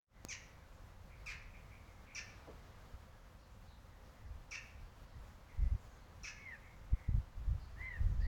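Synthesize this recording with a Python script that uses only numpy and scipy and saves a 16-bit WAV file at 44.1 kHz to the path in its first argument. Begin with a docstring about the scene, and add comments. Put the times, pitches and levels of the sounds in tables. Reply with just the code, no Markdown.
"""A quiet garden, the microphone by a row of droning beehives, a distant town murmuring underneath.
The camera's case clicks, and a near bird, probably a jackdaw, gives the first of five sharp falling
chaks that ring off nearby walls. From about 1 s others answer far away; a dull knock follows at 2.5 s.
From 5.6 s strong gusts buffet the microphone, and just after the last chak, at 6.2 s, a gull
mews three times overhead."""
import sys
import numpy as np
from scipy import signal
from scipy.fft import rfft, irfft
from scipy.io import wavfile
from scipy.ndimage import uniform_filter1d

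SR = 44100
rng = np.random.default_rng(int(sys.argv[2]) if len(sys.argv) > 2 else 0)


def unload_wav(signal):
    """Save mono or channel-first audio to the path in sys.argv[1] as 16-bit WAV at rate SR, clipped to [-1, 1]."""
    wavfile.write(
        sys.argv[1],
        SR,
        np.round(np.clip(np.atleast_2d(signal).T, -1, 1) * 32767).astype(np.int16),
    )


N = 364707
TIME = np.arange(N) / SR

# Levels are those of each source ahead of its mixing gains.
# the distant town's murmur: (frequency [Hz], relative level [dB])
TOWN_SPECTRUM = [(15, -30), (25, -2), (76, -4), (95, -5), (128, -11.5), (216, -16.5), (362, -30),
                 (516, -24.5), (642, -24), (941, -23.5), (2190, -33.5), (3890, -39), (6890, -41.5),
                 (8570, -46), (17000, -46.5)]
# the breeze in the garden: (time [s], level [dB])
BREEZE_LEVEL = [(0, -69), (2, -68), (2.4, -63.5), (3.4, -70.5), (5.6, -67.5), (7.1, -69), (8.27, -66)]
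# its soft rush: (frequency [Hz], relative level [dB])
BREEZE_SPECTRUM = [(100, 2.5), (300, 0.5), (600, -2), (1200, -0.5), (2500, -11), (4000, -14), (6800, -19),
                   (9000, -32.5)]
# gusts on the microphone: (middle time [s], level [dB], length [s])
MIC_GUSTS = [(1.4, -59.5, 0.79), (2.94, -46.5, 0.02), (4.316, -50, 0.18), (4.806, -53, 0.11),
             (5.197, -51.5, 0.11), (5.634, -32.5, 0.09), (5.732, -32.5, 0.044), (6.846, -54.5, 0.2),
             (7.158, -30.5, 0.075), (7.397, -44, 0.056), (7.51, -34.5, 0.1), (7.7, -51.5, 0.64),
             (8.063, -32.5, 0.13), (8.225, -34.5, 0.17)]
# their rumble: (frequency [Hz], relative level [dB])
BUFFET_SPECTRUM = [(12, -6.5), (28, 0.5), (48, 3), (95, -4.5), (150, -19), (220, -29.5), (350, -43.5),
                   (800, -53.5), (3000, -79)]
# single eddies hitting the microphone: (time [s], peak level [dB], width [s])
EDDY_POPS = [(6.935, -22, 0.0034), (7.092, -25.5, 0.0023)]
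# modes of the camera's case: (frequency [Hz], level [dB], time to fall 60 dB [s])
CASE_MODES = [(130, -33.5, 0.0093), (500, -61, .002), (4600, -38, 0.0023), (6700, -44, 0.0071),
              (11000, -53, .0015)]
# handling knocks: (time [s], level [dB], pitch [Hz], decay [s])
HANDLING_KNOCKS = [(2.47, -45.5, 436, 0.024)]
# the yard's ring, stretched for each source: (frequency [Hz], base time to fall 60 dB [s])
YARD_DECAY = [(500, 1), (2400, 0.44), (6000, 0.31), (12000, 0.14)]
# birds answering far off: (time [s], level [dB], length [s], pitch [Hz])
FAR_ANSWERS = [(1.089, -68, 0.068, 2260), (1.526, -65, .05, 2315), (1.706, -64.5, .046, 2220),
               (1.866, -69.5, .048, 2200), (2.055, -64.5, 0.095, 2300), (3.637, -77, .14, 3970),
               (5.48, -68.5, 0.057, 2093), (5.607, -68.5, 0.05, 2060), (5.739, -81, .26, 6600),
               (6.601, -68, .11, 2143), (6.879, -70, .22, 2087), (7.578, -75, 0.096, 4540),
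               (8.197, -68, .074, 4590)]
# the gull: (time [s], length [s], level [dB], top pitch [Hz], time to top [s], time to full voice [s])
GULL_MEWS = [(6.358, 0.22, -53.5, 1107, 0.054, 0.098), (7.754, 0.24, -51.5, 1035, .1, 0.051),
             (8.198, .22, -51, 1015, 0.1, .085)]
# the gull's throat: (frequency [Hz], gain [dB])
GULL_RESPONSE = [(700, -24), (1050, -21), (1500, -7), (1900, 0), (2200, 0), (2900, -27.5), (3500, -36),
                 (4100, -29), (4700, -49)]
# near walls and a far house returning the mews: (delay [s], gain [dB])
GULL_ECHOES = [(.0126, -5.5), (.0255, -19), (.14, -22.5)]
# the near jackdaw: (time [s], level [dB], length [s], first pitch [Hz], fall time [s], roughness [0-1],
# bright opening [s], throat tuning [factor], upper resonance [Hz], its gain [dB], bite gain [dB])
JACKDAW_CHAKS = [(0.2857, -41.5, 0.046, 1310, 0.064, 0.32, 0.018, 1.033, 6100, -8, -33),
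                 (1.2596, -45.5, .066, 1368, .06, 0.43, 0.0026, 0.978, 5480, -14, -22.5),
                 (2.1484, -43, .047, 1502, 0.037, .49, 0.0066, 1.013, 5770, -3.5, -28),
                 (4.5095, -44.5, .052, 1485, .036, .52, 0.0043, .99, 5730, -6.5, -27),
                 (6.233, -45.5, .056, 1504, 0.035, 0.58, 0.0048, .99, 5780, -3, -27)]
# effort through one chak: (share of its length [0-1], gain [dB])
CHAK_EFFORT = [(0, -4), (.2, -2), (.45, -1.5), (.7, -3), (1, 1)]
# the jackdaw's lower throat resonances: (base frequency [Hz], width [Hz], gain [dB])
JACKDAW_THROAT = [(1626, 545, -5), (2464, 465, 4.2), (3320, 680, -19.5), (4460, 1150, -16)]
# a chak's treble bite: (frequency [Hz], relative gain [dB])
CHAK_BITE = [(3000, -20), (6500, 1), (7600, 0.5), (8600, -6), (10000, -12), (11500, -10.5), (14500, -16),
             (17000, -22)]
# nearby walls returning the chaks: (delay [s], gain [dB])
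JACKDAW_ECHOES = [(.0078, -8), (.0128, -13), (.0235, -7.5), (.036, -15.5), (.047, -25), (.064, -21)]


def amp(db):
    """Decibels to gain."""
    return 10 ** (np.asarray(db) / 20)


def unit(x):
    """Scales to rms 1."""
    return x / np.sqrt(np.mean(x ** 2) + 1e-20)


def read(points, hz):
    """Reads a table on a log-frequency axis."""
    f, value = np.transpose(points)
    return np.interp(np.log(hz + 1), np.log(f + 1), value)


def add(mix, s, sound):
    """Mixes a sound in at time s."""
    part = mix[max(round(s * SR), 0):][:len(sound)]
    part += sound[:len(part)]


def hump(hz, centre_hz, width_hz):
    """Gain of a rounded resonance."""
    return 1 / (1 + ((hz - centre_hz) / (width_hz / 2 + 1)) ** 2)


def formant(hz, centre_hz, width_hz):
    """Gain of a throat resonance: a broad top with steep sides."""
    return 1 / np.sqrt(1 + np.abs((hz - centre_hz) / (width_hz / 2 + 1)) ** 6)


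def noise(colour, size=N):
    """Noise of rms 1 whose spectrum follows the gain colour(hz)."""
    return unit(irfft(rfft(rng.standard_normal(size)) * colour(np.fft.rfftfreq(size, 1 / SR)), size))


def drift(rate_hz, size=N):
    """Random wandering of rms about 1, mostly slower than rate_hz."""
    return noise(lambda hz: 1 / (1 + (hz / rate_hz) ** 4), max(size, SR))[:size]


def wall_echoes(x, walls):
    """Each wall sends the microphone one later, weaker copy."""
    return sum(amp(db) * np.interp(TIME - s, TIME, x, left=0) for s, db in walls)


def yard_ring(x, stretch, rise_s):
    """Scattered echoes from walls and trees: sparse taps that build up, then die band by band."""
    taps = rng.choice([-1., 1.], SR) * (rng.random(SR) < .1)
    hz, t, bands = signal.stft(taps, SR, nperseg=256)
    t60 = stretch * read(YARD_DECAY, hz)[:, None]
    ring = signal.istft(bands * amp(-60 * t / t60), SR, nperseg=256)[1]
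    ring *= 1 - np.exp(-(np.arange(len(ring)) / SR / rise_s) ** 2)
    return signal.fftconvolve(x, ring / np.linalg.norm(ring))[:N]


def town(db=-60, swell_db=1.08):
    """A town in the distance: a low, gently wavering murmur."""
    return noise(lambda hz: amp(read(TOWN_SPECTRUM, hz))) * amp(db + swell_db * drift(7.6))


def hives(db=-77.5):
    """The bees beside the microphone blend into one faint, narrow drone."""
    return amp(db) * noise(lambda hz: hump(hz, centre_hz=521, width_hz=76))


def breeze(flutter_db=.78):
    """Air moving through the garden: a soft rush that swells and sinks."""
    db = np.interp(TIME, *np.transpose(BREEZE_LEVEL))
    return noise(lambda hz: amp(read(BREEZE_SPECTRUM, hz))) * amp(db + flutter_db * drift(14))


def microphone_wind(steadiness=.7, draught_db=-64.5, gust_steepness=4.4):
    """Turbulence right at the microphone: gusts swell, hold and drop above a steady draught."""
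    gusts = (amp(db) / (1 + abs(2 * (TIME - s) / length) ** gust_steepness)
             for s, db, length in MIC_GUSTS)
    strength = np.sqrt(amp(draught_db) ** 2 + sum(gust ** 2 for gust in gusts))
    eddies = noise(lambda hz: amp(read(BUFFET_SPECTRUM, hz)))
    local_rms = np.sqrt(np.maximum(uniform_filter1d(eddies ** 2, size=2200), 0) + 1e-9)
    out = strength * unit(eddies / local_rms ** steadiness)  # the gust, not chance, sets the strength
    for s, db, width in EDDY_POPS:
        u = (TIME - s) / width
        out += amp(db) * (1 - u ** 2) * np.exp(-abs(u) ** 1.29 / 1.39)  # a push between two sucks
    return out


def handling(click_s=.2501, knock_rise_s=.011):
    """Handling at the microphone: a sharp click of the camera's case and a dull knock."""
    out, t = np.zeros(N), np.arange(SR // 8) / SR
    click = sum(-amp(db - 60 * t / t60) * np.cos(2 * np.pi * hz * t) for hz, db, t60 in CASE_MODES)
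    add(out, click_s, click)
    for s, db, hz, decay in HANDLING_KNOCKS:
        thud = noise(lambda f: hump(f, hz, width_hz=520), len(t))
        add(out, s, amp(db) * thud * np.exp(-t / decay) * (1 - np.exp(-t / knock_rise_s)))
    return out


def far_call(db, length, hz, waver=.076, fall=.1):
    """Distance leaves only a blurred, sinking note at the bird's strongest resonance."""
    size = round(length * SR)
    pitch = hz * (1 + fall * np.linspace(.5, -.5, size) + waver * drift(510, size))
    return amp(db) * unit(np.sin(2 * np.pi * np.cumsum(pitch) / SR)) * signal.windows.tukey(size, .6)


def far_birds(count=110, flock_db=-80, twitter_db=-85, spread_db=4):
    """Low notes and high twitters at the edge of hearing, and clearer answers, across the yard."""
    calls = np.zeros(N)
    for when, kind, pitch, length, loud in rng.random((count, 5)):
        hz, db = (1550 + 600 * pitch, flock_db) if kind < .5 else (4200 + 2800 * pitch, twitter_db)
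        add(calls, when * N / SR, far_call(db + spread_db * (2 * loud - 1), .02944 + .078 * length, hz))
    for s, *call in FAR_ANSWERS:
        add(calls, s, far_call(*call))
    return amp(-2) * calls + amp(-3) * yard_ring(calls, stretch=1.43, rise_s=.0077)


def mew(length, db, top_hz, top_s, open_s, jitter=.02, flutter_db=.3, hoarse_db=-12,
        lead_in_db=-8, attack_s=.03, release_s=.04):
    """A hoarse, arched cry whose second harmonic carries nearly all the power."""
    t = np.arange(round(length * SR)) / SR
    arch = 1 - np.where(t < top_s, 21, 11.8) * (t - top_s) ** 2  # a quick rise, a slower sag
    pitch = top_hz * np.maximum(arch, .5) * (1 + jitter * drift(210, len(t)))
    phase = 2 * np.pi * np.cumsum(pitch) / SR
    voice = sum(amp(read(GULL_RESPONSE, k * pitch)) * np.sin(k * phase) for k in range(1, 6))
    voice *= 1 + amp(hoarse_db) * drift(270, len(t))  # uneven cycles
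    lead_in = .5 - .5 * np.tanh((t - open_s) / .0034)  # soft until the voice opens
    envelope = np.clip(np.minimum(t / attack_s, (length - t) / release_s), 0, 1)
    return unit(voice) * envelope * amp(db + lead_in_db * lead_in + flutter_db * drift(60, len(t)))


def gull(yard_db=-17):
    """Mews from overhead, thrown back by near walls and a far house."""
    cries = np.zeros(N)
    for s, *call in GULL_MEWS:
        add(cries, s, mew(*call))
    ring = amp(yard_db) * yard_ring(cries, stretch=1, rise_s=.012)
    return cries + wall_echoes(cries, GULL_ECHOES) + ring


def chak(db, length, first_hz, fall_s, rough, opening_s, tuning, upper_hz, upper_db, bite_db,
         rest_hz=660, jitter=.073, bright_db=6.5, hollow_db=-11, closing_db=-6, gentle_db=-5,
         snap_db=-21, snap_s=.004, snap_hz=10500):
    """Harmonics plunge through the throat's resonances: bright and clean, then breaking into a rasp."""
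    def lower(hz):
        return sum(amp(gain) * formant(hz, f * tuning, width) for f, width, gain in JACKDAW_THROAT)

    def upper(hz):
        return amp(upper_db) * formant(hz, upper_hz, width_hz=1250) + amp(bite_db + read(CHAK_BITE, hz))

    t = np.arange(round(length * SR)) / SR
    progress = t / t[-1]
    opening = 1 / (1 + (t / opening_s) ** 4)
    rasp = rough * (1 - opening) * np.minimum(progress * 6, 1)
    pitch = rest_hz + (first_hz - rest_hz) * np.exp(-t / fall_s)  # the syrinx slackens
    phase = 2 * np.pi * np.cumsum(pitch * (1 + jitter * rasp * drift(370, len(t)))) / SR
    # the upper resonance leads while the beak is wide, the lower ones as it closes
    low_gain = amp(hollow_db * opening)
    high_gain = amp(bright_db * opening * (1 - progress) + closing_db * (progress - .5))
    voice = unit(sum((lower(k * pitch) * low_gain + upper(k * pitch) * high_gain) * np.cos(k * phase)
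                     for k in range(1, 14)))
    hiss = noise(lambda hz: lower(hz) + upper(hz), len(t))
    air = noise(lambda hz: hump(hz, snap_hz, snap_hz), len(t))
    snap = amp(snap_db) * np.exp(-t / snap_s) * air  # the first burst of air
    swell_db = gentle_db * opening * min(2 * opening_s / length, 1)  # a long opening starts more gently
    effort_db = np.interp(progress, *np.transpose(CHAK_EFFORT))
    envelope = amp(db + effort_db + swell_db) * signal.windows.tukey(len(t), .05)
    return envelope * (unit(voice + rasp * hiss) + snap)


def jackdaw(direct_db=-3.5, close_db=-8, yard_db=-13):
    """The bird near the microphone: its chaks, their wall echoes, a short ring and a long one."""
    chaks = np.zeros(N)
    for s, *call in JACKDAW_CHAKS:
        add(chaks, s, chak(*call))
    short_ring = amp(close_db) * yard_ring(chaks, stretch=.45, rise_s=.018)
    long_ring = amp(yard_db) * yard_ring(chaks, stretch=1.5, rise_s=.05)
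    return amp(direct_db) * (chaks + wall_echoes(chaks, JACKDAW_ECHOES)) + short_ring + long_ring


def scene():
    """The whole garden at one microphone."""
    background = town() + hives() + breeze() + microphone_wind() + handling()
    return (background + far_birds() + gull() + jackdaw())[None]


def record(dry, gain_db=.54, fade_start_s=.059, fade_rise_s=.11, fade_out_s=.004, top_hz=17150):
    """The microphone's signal fades in and loses its highest treble; the sound ends with a brief fade."""
    fade_in = 1 - np.exp(-(np.maximum(TIME - fade_start_s, 0) / fade_rise_s) ** 2)
    fade = np.maximum(fade_in, amp(-43.5)) * np.minimum((TIME[-1] - TIME) / fade_out_s, 1)
    low_pass = signal.firwin(511, top_hz, window=("kaiser", 9), fs=SR)
    return signal.oaconvolve(dry * amp(gain_db) * fade, low_pass[None], "same")


dry = scene()
out = record(dry)
unload_wav(out)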